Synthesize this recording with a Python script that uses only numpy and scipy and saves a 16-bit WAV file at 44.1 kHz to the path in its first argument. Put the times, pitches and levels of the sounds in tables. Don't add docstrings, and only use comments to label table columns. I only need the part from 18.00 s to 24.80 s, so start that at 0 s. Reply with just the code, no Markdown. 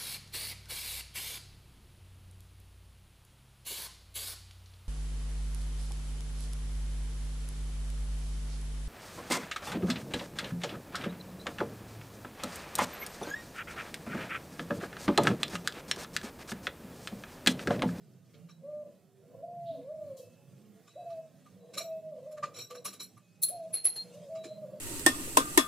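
import sys
import numpy as np
from scipy import signal
from scipy.fft import rfft, irfft, next_fast_len
from scipy.io import wavfile
from scipy.ndimage import uniform_filter1d, map_coordinates

SR = 44100
rng = np.random.default_rng(int(sys.argv[2]) if len(sys.argv) > 2 else 0)


def put_to_file(sound):
    columns = np.atleast_2d(sound).T
    safe = np.clip(columns, -1, 1)
    whole_steps = np.round(safe * 32767)
    wavfile.write(sys.argv[1], SR, whole_steps.astype(np.int16))


N = 299880

# (frequency [Hz], correlation [-1 to 1])
COHERENCE = [(30, 0.17), (130, 0.83), (600, 0.86), (1100, 1), (4300, 1), (5500, 0.42), (14000, 0.054)]


def amp(db):
    return 10 ** (np.asarray(db) / 20)


def unit(x):
    return x / np.sqrt(np.mean(x ** 2) + 1e-20)


def along(points, hz):
    f, v = np.transpose(points)
    return np.interp(np.log(hz + 1), np.log(f + 1), v)


def curves(rows):
    s, *columns = np.transpose(rows)
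    t = np.arange(N) / SR
    return [np.interp(t, s, column) for column in columns]


def wobble(rate):
    knots = rng.standard_normal(int(N * rate / SR) + 4)
    return map_coordinates(knots, [np.arange(N) * rate / SR])


def jitter(t, rate):
    knots = rng.standard_normal(int(t[-1] * rate) + 4)
    return map_coordinates(knots, [t * rate], order=1)


def noise(spectrum, size, ripple_db=0):
    hz = np.fft.rfftfreq(size, 1 / SR)
    turn = np.arccos(np.clip(along(COHERENCE, hz), -1, 1)) / 2
    gain = amp(along(spectrum, hz) + ripple_db * jitter(hz, 1 / 110))
    white = rfft(rng.standard_normal((2, size)))
    mid, side = irfft(white * gain * [np.cos(turn), np.sin(turn)], size)
    return unit(np.array([mid + side, mid - side]))


def patchy(x, depth_db, size):
    z = signal.stft(x, nperseg=size)[2]
    field = rng.standard_normal(z.shape[1:])
    field = uniform_filter1d(field, size=2, axis=0)
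    field = uniform_filter1d(field, size=6, axis=1)
    y = signal.istft(z * amp(depth_db * unit(field)), nperseg=size)[1]
    return unit(y[:, :N])


def add(track, s, sound):
    start = max(round(s * SR), 0)
    track[:, start:start + sound.shape[1]] += sound[:, :max(N - start, 0)]


def swell(t, rise):
    return amp(-36 * np.clip(1 - t / rise, 0, 1) ** 2.0)


def decay(t, rise, t60):
    return amp(-60 * np.maximum(t - rise, 0) / t60)


def rough_contact(spectrum, t, rise, t60, grain_db):
    lowest_db = spectrum[0][1]
    coloured = noise([(60, lowest_db - 22), (120, lowest_db), *spectrum], len(t), ripple_db=3.5)
    grain = amp(grain_db * jitter(t, 600))
    return coloured * swell(t, rise) * decay(t, rise, t60) * grain


def ring(modes, t, rise, rattle):
    hz, db, t60 = np.transpose(modes)[:, :, None]
    hz = hz * (1 + .002 * rng.standard_normal(hz.shape))
    strength = amp(db + 2 * rng.standard_normal(hz.shape))
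    shake, slip = rattle * np.array([[jitter(t, 118) for _ in modes] for _ in range(2)])
    phase = 2 * np.pi * (hz * t + rng.random(hz.shape)) + slip
    fade = strength * np.exp(shake) * decay(t, rise, t60)
    apart = np.arccos(np.clip(along(COHERENCE, hz), -1, 1)) / 2 * rng.choice([-1, 1], hz.shape)
    channels = [(fade * np.sin(phase + way * apart)).sum(0) for way in (1, -1)]
    tone = swell(t, rise) * np.array(channels)
    return .5 * tone / np.std(tone[:, :SR // 25])


def yard(x):
    # (frequency [Hz], t60 [s])
    yard_t60 = [(600, 0.59), (12000, 0.21)]
    diffuse = noise([(100, 0.011), (10000, 0.032)], SR // 2)
    hz, t, z = signal.stft(diffuse, SR, nperseg=256)
    tail = signal.istft(z * amp(-60 * t / along(yard_t60, hz)[:, None]), SR, nperseg=256)[1]
    return signal.fftconvolve(x, tail / np.linalg.norm(tail[0]), axes=1)[:, :N]


def background():
    # (time [s], rumble level [dB], rustle level [dB])
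    air = [(0, -60, -77), (1.0, -60.5, -83), (2.5, -58, -76), (5.4, -60.5, -75), (6.15, -57, -63.5),
           (6.8, -55, -85)]
    # (frequency [Hz], relative level [dB])
    rumble_spectrum = [(65, -30), (80, -61.5), (100, -1), (188, 4), (225, -6.5), (420, -12), (650, -15),
                       (900, -27), (4000, -35)]
    # (frequency [Hz], relative level [dB])
    rustle_spectrum = [(700, -27), (1150, -1.5), (1700, -2), (2600, 2), (8000, 1), (15500, -13)]
    rumble_db, rustle_db = curves(air)
    rumble = patchy(noise(rumble_spectrum, N), depth_db=5.0, size=4096)
    rumble = amp(rumble_db + 1.6 * wobble(11.0)) * rumble * amp([[-1.8], [2.3]])
    rustle = patchy(noise(rustle_spectrum, N, ripple_db=1.5), depth_db=4.5, size=512)
    rustle = amp(rustle_db + 1.6 * wobble(14) + 1.2 * wobble(55)) * rustle
    return rumble + rustle


def swishes():
    # (start [s], time scale [s], centre [Hz], half-width to -4 dB [octaves], level [dB])
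    soft_sounds = [(1.644, 0.18, 3566, 0.27, -63.5), (1.693, 0.16, 274.5, 0.074, -54),
                   (2.159, 0.11, 6743, 1, -58), (6.452, 0.031, 355, 0.35, -47)]
    skirt = [(-8, 90), (-2, 24), (-1, 4), (0, 0), (1, 4), (2, 24), (8, 90)]  # (half-widths, fall [dB])
    out, t = np.zeros((2, N)), np.arange(2 * SR) / SR
    for s, length, hz, octaves, db in soft_sounds:
        band = [(hz * 2 ** (k * abs(octaves)), -fall) for k, fall in skirt]
        shape = swell(t, .15 * length) * np.exp(-1.5 * (t / length) ** 2)
        add(out, s, amp(db) * shape * noise(band, len(t), ripple_db=4.5))
    return out


def singing(waver_db=2.5, waver_rad=0.76):
    # (start [s], time scale [s], frequency [Hz], level [dB])
    sung_notes = [(0.488, 0.096, 3920, -66), (2.181, 0.3, 2625, -71.5), (2.865, 0.21, 3920, -66),
                  (2.94, 0.35, 2596, -71), (3.58, .2, 3926, -73), (3.841, 0.23, 2603, -71.5),
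                  (5.157, 0.51, 2529, -73), (5.97, 0.056, 4223, -37), (6.35, 0.2, 3904, -60),
                  (6.432, 0.16, 4075, -58)]
    out, t = np.zeros((2, N)), np.arange(SR) / SR
    for s, length, hz, db in sung_notes:
        tone = np.sin(2 * np.pi * hz * t + waver_rad * jitter(t, 70))
        tone = tone * amp(db + waver_db * jitter(t, 54))
        shape = swell(t, .2 * length) * np.exp(-.4 * t / length - (t / length) ** 4)
        add(out, s, np.array([tone, tone]) * shape)
    return out


def spanner(rise=0.019, lead=0.014):
    # (time [s], overall level [dB], clatter level [dB], low-mode level [dB], thud level [dB])
    landings = [(5.4307, -20, 2, -4.5, -41), (5.4393, -19, -7, -21, -45), (5.453, -30, -7.5, -16, -44),
                (5.488, -23, -14, -31.5, -30.5), (5.7401, -19.5, -25.5, -17.5, -22.5),
                (5.7524, -24, -25.5, -16.5, -37), (5.7712, -41, -16.5, 7.5, -6),
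                (5.8518, -11, -30, -29, -23.5), (5.8673, -17, -32, -16, -29.5),
                (5.9629, -32, -30, -2.5, -11.5)]
    # (frequency [Hz], level [dB], t60 [s])
    shank_modes = [(4220, -12.5, 0.15), (4270, -22.5, 0.1)]
    # (frequency [Hz], level [dB], t60 [s])
    jaw_modes = [(10690, -6, .3), (10762, -4, .24), (10860, 0, .28), (10975, -3, .21), (11145, -14, .14)]
    # (frequency [Hz], relative level [dB])
    clatter_spectrum = [(1000, -27.5), (3300, -19), (4050, -2), (4900, -17.5), (6200, -5), (8000, -3),
                        (8480, 5), (8900, 2.5), (10125, 5.5), (11050, 8), (11800, 0.5), (15300, 4)]
    # (frequency [Hz], relative level [dB])
    ground_spectrum = [(150, -36), (430, 11), (830, 5), (1050, -4), (2400, 1.5), (5000, -1.5)]
    out, t = np.zeros((2, N)), np.arange(SR // 2) / SR
    grounded = 0.25 + np.exp(-np.maximum(t - rise, 0) / 0.012)
    for s, db, clatter_db, low_db, thud_db in landings:
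        clatter = amp(clatter_db + 0.5) * rough_contact(clatter_spectrum, t, rise, t60=0.049, grain_db=4.5)
        thud = amp(thud_db) * rough_contact(ground_spectrum, t, rise, t60=0.11, grain_db=1.0)
        jaws = amp(-4.5) * grounded * ring(jaw_modes, t, rise, rattle=.45)
        shank = amp(low_db - 5) * ring(shank_modes, t, rise, rattle=0.72)
        add(out, s - lead, amp(db - 3.5) * (clatter + thud + jaws + shank))
    return (out + amp(-9.0) * yard(out)) * amp([[-.4], [.4]])


def flywheel(rise=0.017, lead=0.013):
    # (time [s], overall level [dB], knock level [dB], ring level [dB], treble level [dB])
    contacts = [(0.342, -53, -32, -37, -45), (0.4935, -57, 2.5, -5.5, -18), (2.8781, -53, -4.5, -17, -10),
                (3.1029, -54, -3.5, -16, -39), (3.4637, -63, 6.5, -13, -1), (3.7416, -40.5, -20, -14.5, -7),
                (3.7792, -30.5, -7, -3.5, 0.5), (3.806, -43.5, -12, -1.5, -16), (4.318, -53, -5, -17, 5.5),
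                (4.376, -55.5, 12, -33, -1), (4.4352, -38, 9, -38, -20), (4.5459, -46, -14, -7, -1),
                (4.5663, -43, -14, -5, -10), (4.587, -41, -15, -3, -18), (4.612, -44, -10, -1.5, 2),
                (4.7078, -43, 0.5, -20, -5), (4.753, -47.5, 1.5, -6, -2), (4.8544, -32.5, -7, -11, 12.5),
                (4.878, -42.5, -4, -6, 0), (4.9332, -44, -10, -17, 6.5), (5.005, -40.5, -9, -1, 5),
                (5.029, -56.5, -21, -5, 26), (5.1757, -67.5, 13.5, -5, 11), (6.3566, -49, 0, -22, -22),
                (6.4426, -41, -7.5, -19, -11)]
    # (frequency [Hz], level [dB], t60 [s])
    wheel_modes = [(2336, -14, .08), (3928, -2, .18), (4215, -3, .14), (5560, -6, .15), (5640, -3, .21),
                   (6960, -10, .17), (7718, -13, .3), (10870, -10, .13), (12135, -15, .36)]
    # (frequency [Hz], relative level [dB])
    scrape_spectrum = [(200, -1), (450, 11.5), (900, -7.5), (1500, 3.5), (1950, -5), (2330, 8.5), (3250, 0),
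                       (4150, 5.5), (4550, -2.5), (5280, 5), (5650, -1), (6200, 2.5), (7150, 7), (8500, -1),
                       (15000, 4)]
    # (frequency [Hz], relative level [dB])
    treble_spectrum = [(4000, -37), (7800, 6), (10150, 0), (10900, 21), (11450, 5), (12150, 13),
                       (12700, -36)]
    # (frequency [Hz], relative level [dB])
    case_spectrum = [(850, 0), (1060, 10), (1190, 26.5), (1370, 0.5), (1540, 7.5), (2800, -4), (4500, -12),
                     (7000, -10.5), (8200, -46)]
    scrape_top_hz, treble_db_per_octave = 10500, 45
    out, t = np.zeros((2, N)), np.arange(SR // 2) / SR
    for s, db, knock_db, ring_db, treble_db in contacts:
        top_hz = scrape_top_hz * 2 ** (treble_db / treble_db_per_octave)
        colour = [(hz, level - 10 * np.log10(1 + (hz / top_hz) ** 10)) for hz, level in scrape_spectrum]
        scrape = amp(-5.5) * rough_contact(colour, t, rise, t60=0.16, grain_db=2.5)
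        treble = amp(treble_db - 11.0) * rough_contact(treble_spectrum, t, rise, t60=0.11, grain_db=2.0)
        knock = amp(knock_db - 2.0) * rough_contact(case_spectrum, t, rise, t60=0.089, grain_db=1.0)
        tone = amp(ring_db + 6.0) * ring(wheel_modes, t, rise, rattle=0.72)
        add(out, s - lead, amp(db - 3.5) * (scrape + treble + knock + tone))
    return (out + amp(-18.5) * yard(out)) * amp([[-.3], [.3]])


def dove(overtone_db=-29, rasp_db=3, flutter_db=6, yard_db=-17):
    # (time [s], pitch [Hz], level before smoothing [dB])
    coos = [
        [(0.591, 522, -81), (0.645, 551, -46), (0.69, 598.5, -43), (0.81, 599, -46), (0.876, 558, -53.5),
         (0.961, 570, -105)],
        [(1.181, 473, -75), (1.285, 485, -61.5), (1.419, 568, -51.5), (1.439, 679, -38.5), (1.5, 705, -51),
         (1.677, 680.3, -35.5), (1.734, 639, -43), (1.765, 508.4, -56), (1.816, 479, -55), (1.861, 532, -49),
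         (1.908, 617, -40), (1.947, 638.4, -39.5), (2.074, 571, -49), (2.12, 533.8, -43), (2.233, 504.6, -59),
         (2.321, 520, -78)],
        [(2.95, 464, -90), (2.959, 535, -43.5), (2.983, 723, -47), (3.055, 669, -50.5), (3.074, 687, -38.5),
         (3.2, 634, -47), (3.304, 620, -126)],
        [(3.533, 495.6, -79), (3.651, 470, -58.5), (3.797, 567, -57), (3.809, 661, -37.5), (3.825, 684, -54),
         (3.882, 649.3, -42), (3.982, 636.6, -43), (4.109, 623, -42.5), (4.165, 494.4, -53.5),
         (4.254, 534.5, -48.5), (4.277, 624.5, -43), (4.378, 599, -48.8), (4.462, 561.7, -51),
         (4.513, 441.4, -62), (4.588, 500, -59), (4.643, 488, -80)],
        [(4.691, 504, -78), (4.714, 502.4, -46), (4.771, 492, -53), (4.861, 454, -78.5)],
        [(5.486, 479, -91), (5.496, 528, -49), (5.519, 724.4, -49), (5.58, 679, -42.5), (5.651, 639.4, -44.5),
         (5.693, 631, -66), (5.771, 588, -74)],
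        [(5.926, 498, -82.5), (6.115, 482, -59), (6.16, 589, -52.5), (6.23, 603, -57.5), (6.287, 544, -48),
         (6.303, 652, -43), (6.37, 646.5, -44.5), (6.48, 618.6, -53.5), (6.519, 627, -35.5), (6.58, 625.6, -54),
         (6.644, 606.4, -41.5), (6.659, 517, -50), (6.727, 526.7, -47.5), (6.742, 618, -41), (6.776, 591, -63)],
    ]
    # (delay [s], level [dB])
    walls = [(.01832, -9.1), (.03105, -13.1), (.04311, -8.4), (.06002, -12.3), (.06668, -15.7),
             (.08082, -14.9)]
    # (frequency [Hz], relative level [dB])
    throat = [(380, -31.0), (470, 6), (670, 4), (790, -21), (1100, -15.0), (1500, -64.5)]
    clear_db, clearing_db = -54.5, 3.5
    t = np.arange(N) / SR
    pitch, db = curves(sum(map(list, coos), []))
    calling = sum((t > coo[0][0]) & (t < coo[-1][0]) for coo in coos)
    gate = uniform_filter1d(np.minimum(calling, 1.0), size=600)
    level = amp(uniform_filter1d(db, size=500)) * gate
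    rough = 1 / (1.5 + np.exp((db - clear_db) / clearing_db))
    phase = 2 * np.pi * np.cumsum(pitch) / SR
    resonance = 1 / (1 + ((2 * pitch - 1130) / 85) ** 8)
    overtone = amp(overtone_db) * (1 - rough) ** 2 * resonance
    tone = np.sqrt(2 * (1 - rough ** 2)) * (np.sin(phase) + overtone * np.sin(2 * phase))
    rasp = amp(rasp_db) * rough * noise(throat, N)
    flutter = amp(flutter_db * rough * wobble(60))
    voice = level * flutter * (tone + rasp)
    out = voice + amp(yard_db) * yard(voice)
    for delay, echo_db in walls:
        add(out, delay, amp(echo_db) * voice)
    return out * amp([[-.3], [.3]])


def scene():
    return background() + swishes() + singing() + spanner() + flywheel() + dove()


def record(dry, top_hz=15450):
    size = next_fast_len(N + SR // 2)
    hz = np.fft.rfftfreq(size, 1 / SR)
    low_pass = 1 / np.sqrt(1 + (hz / top_hz) ** 160)
    return irfft(rfft(dry, size) * low_pass, size)[:, :N]


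dry = scene()
out = record(dry)
put_to_file(out)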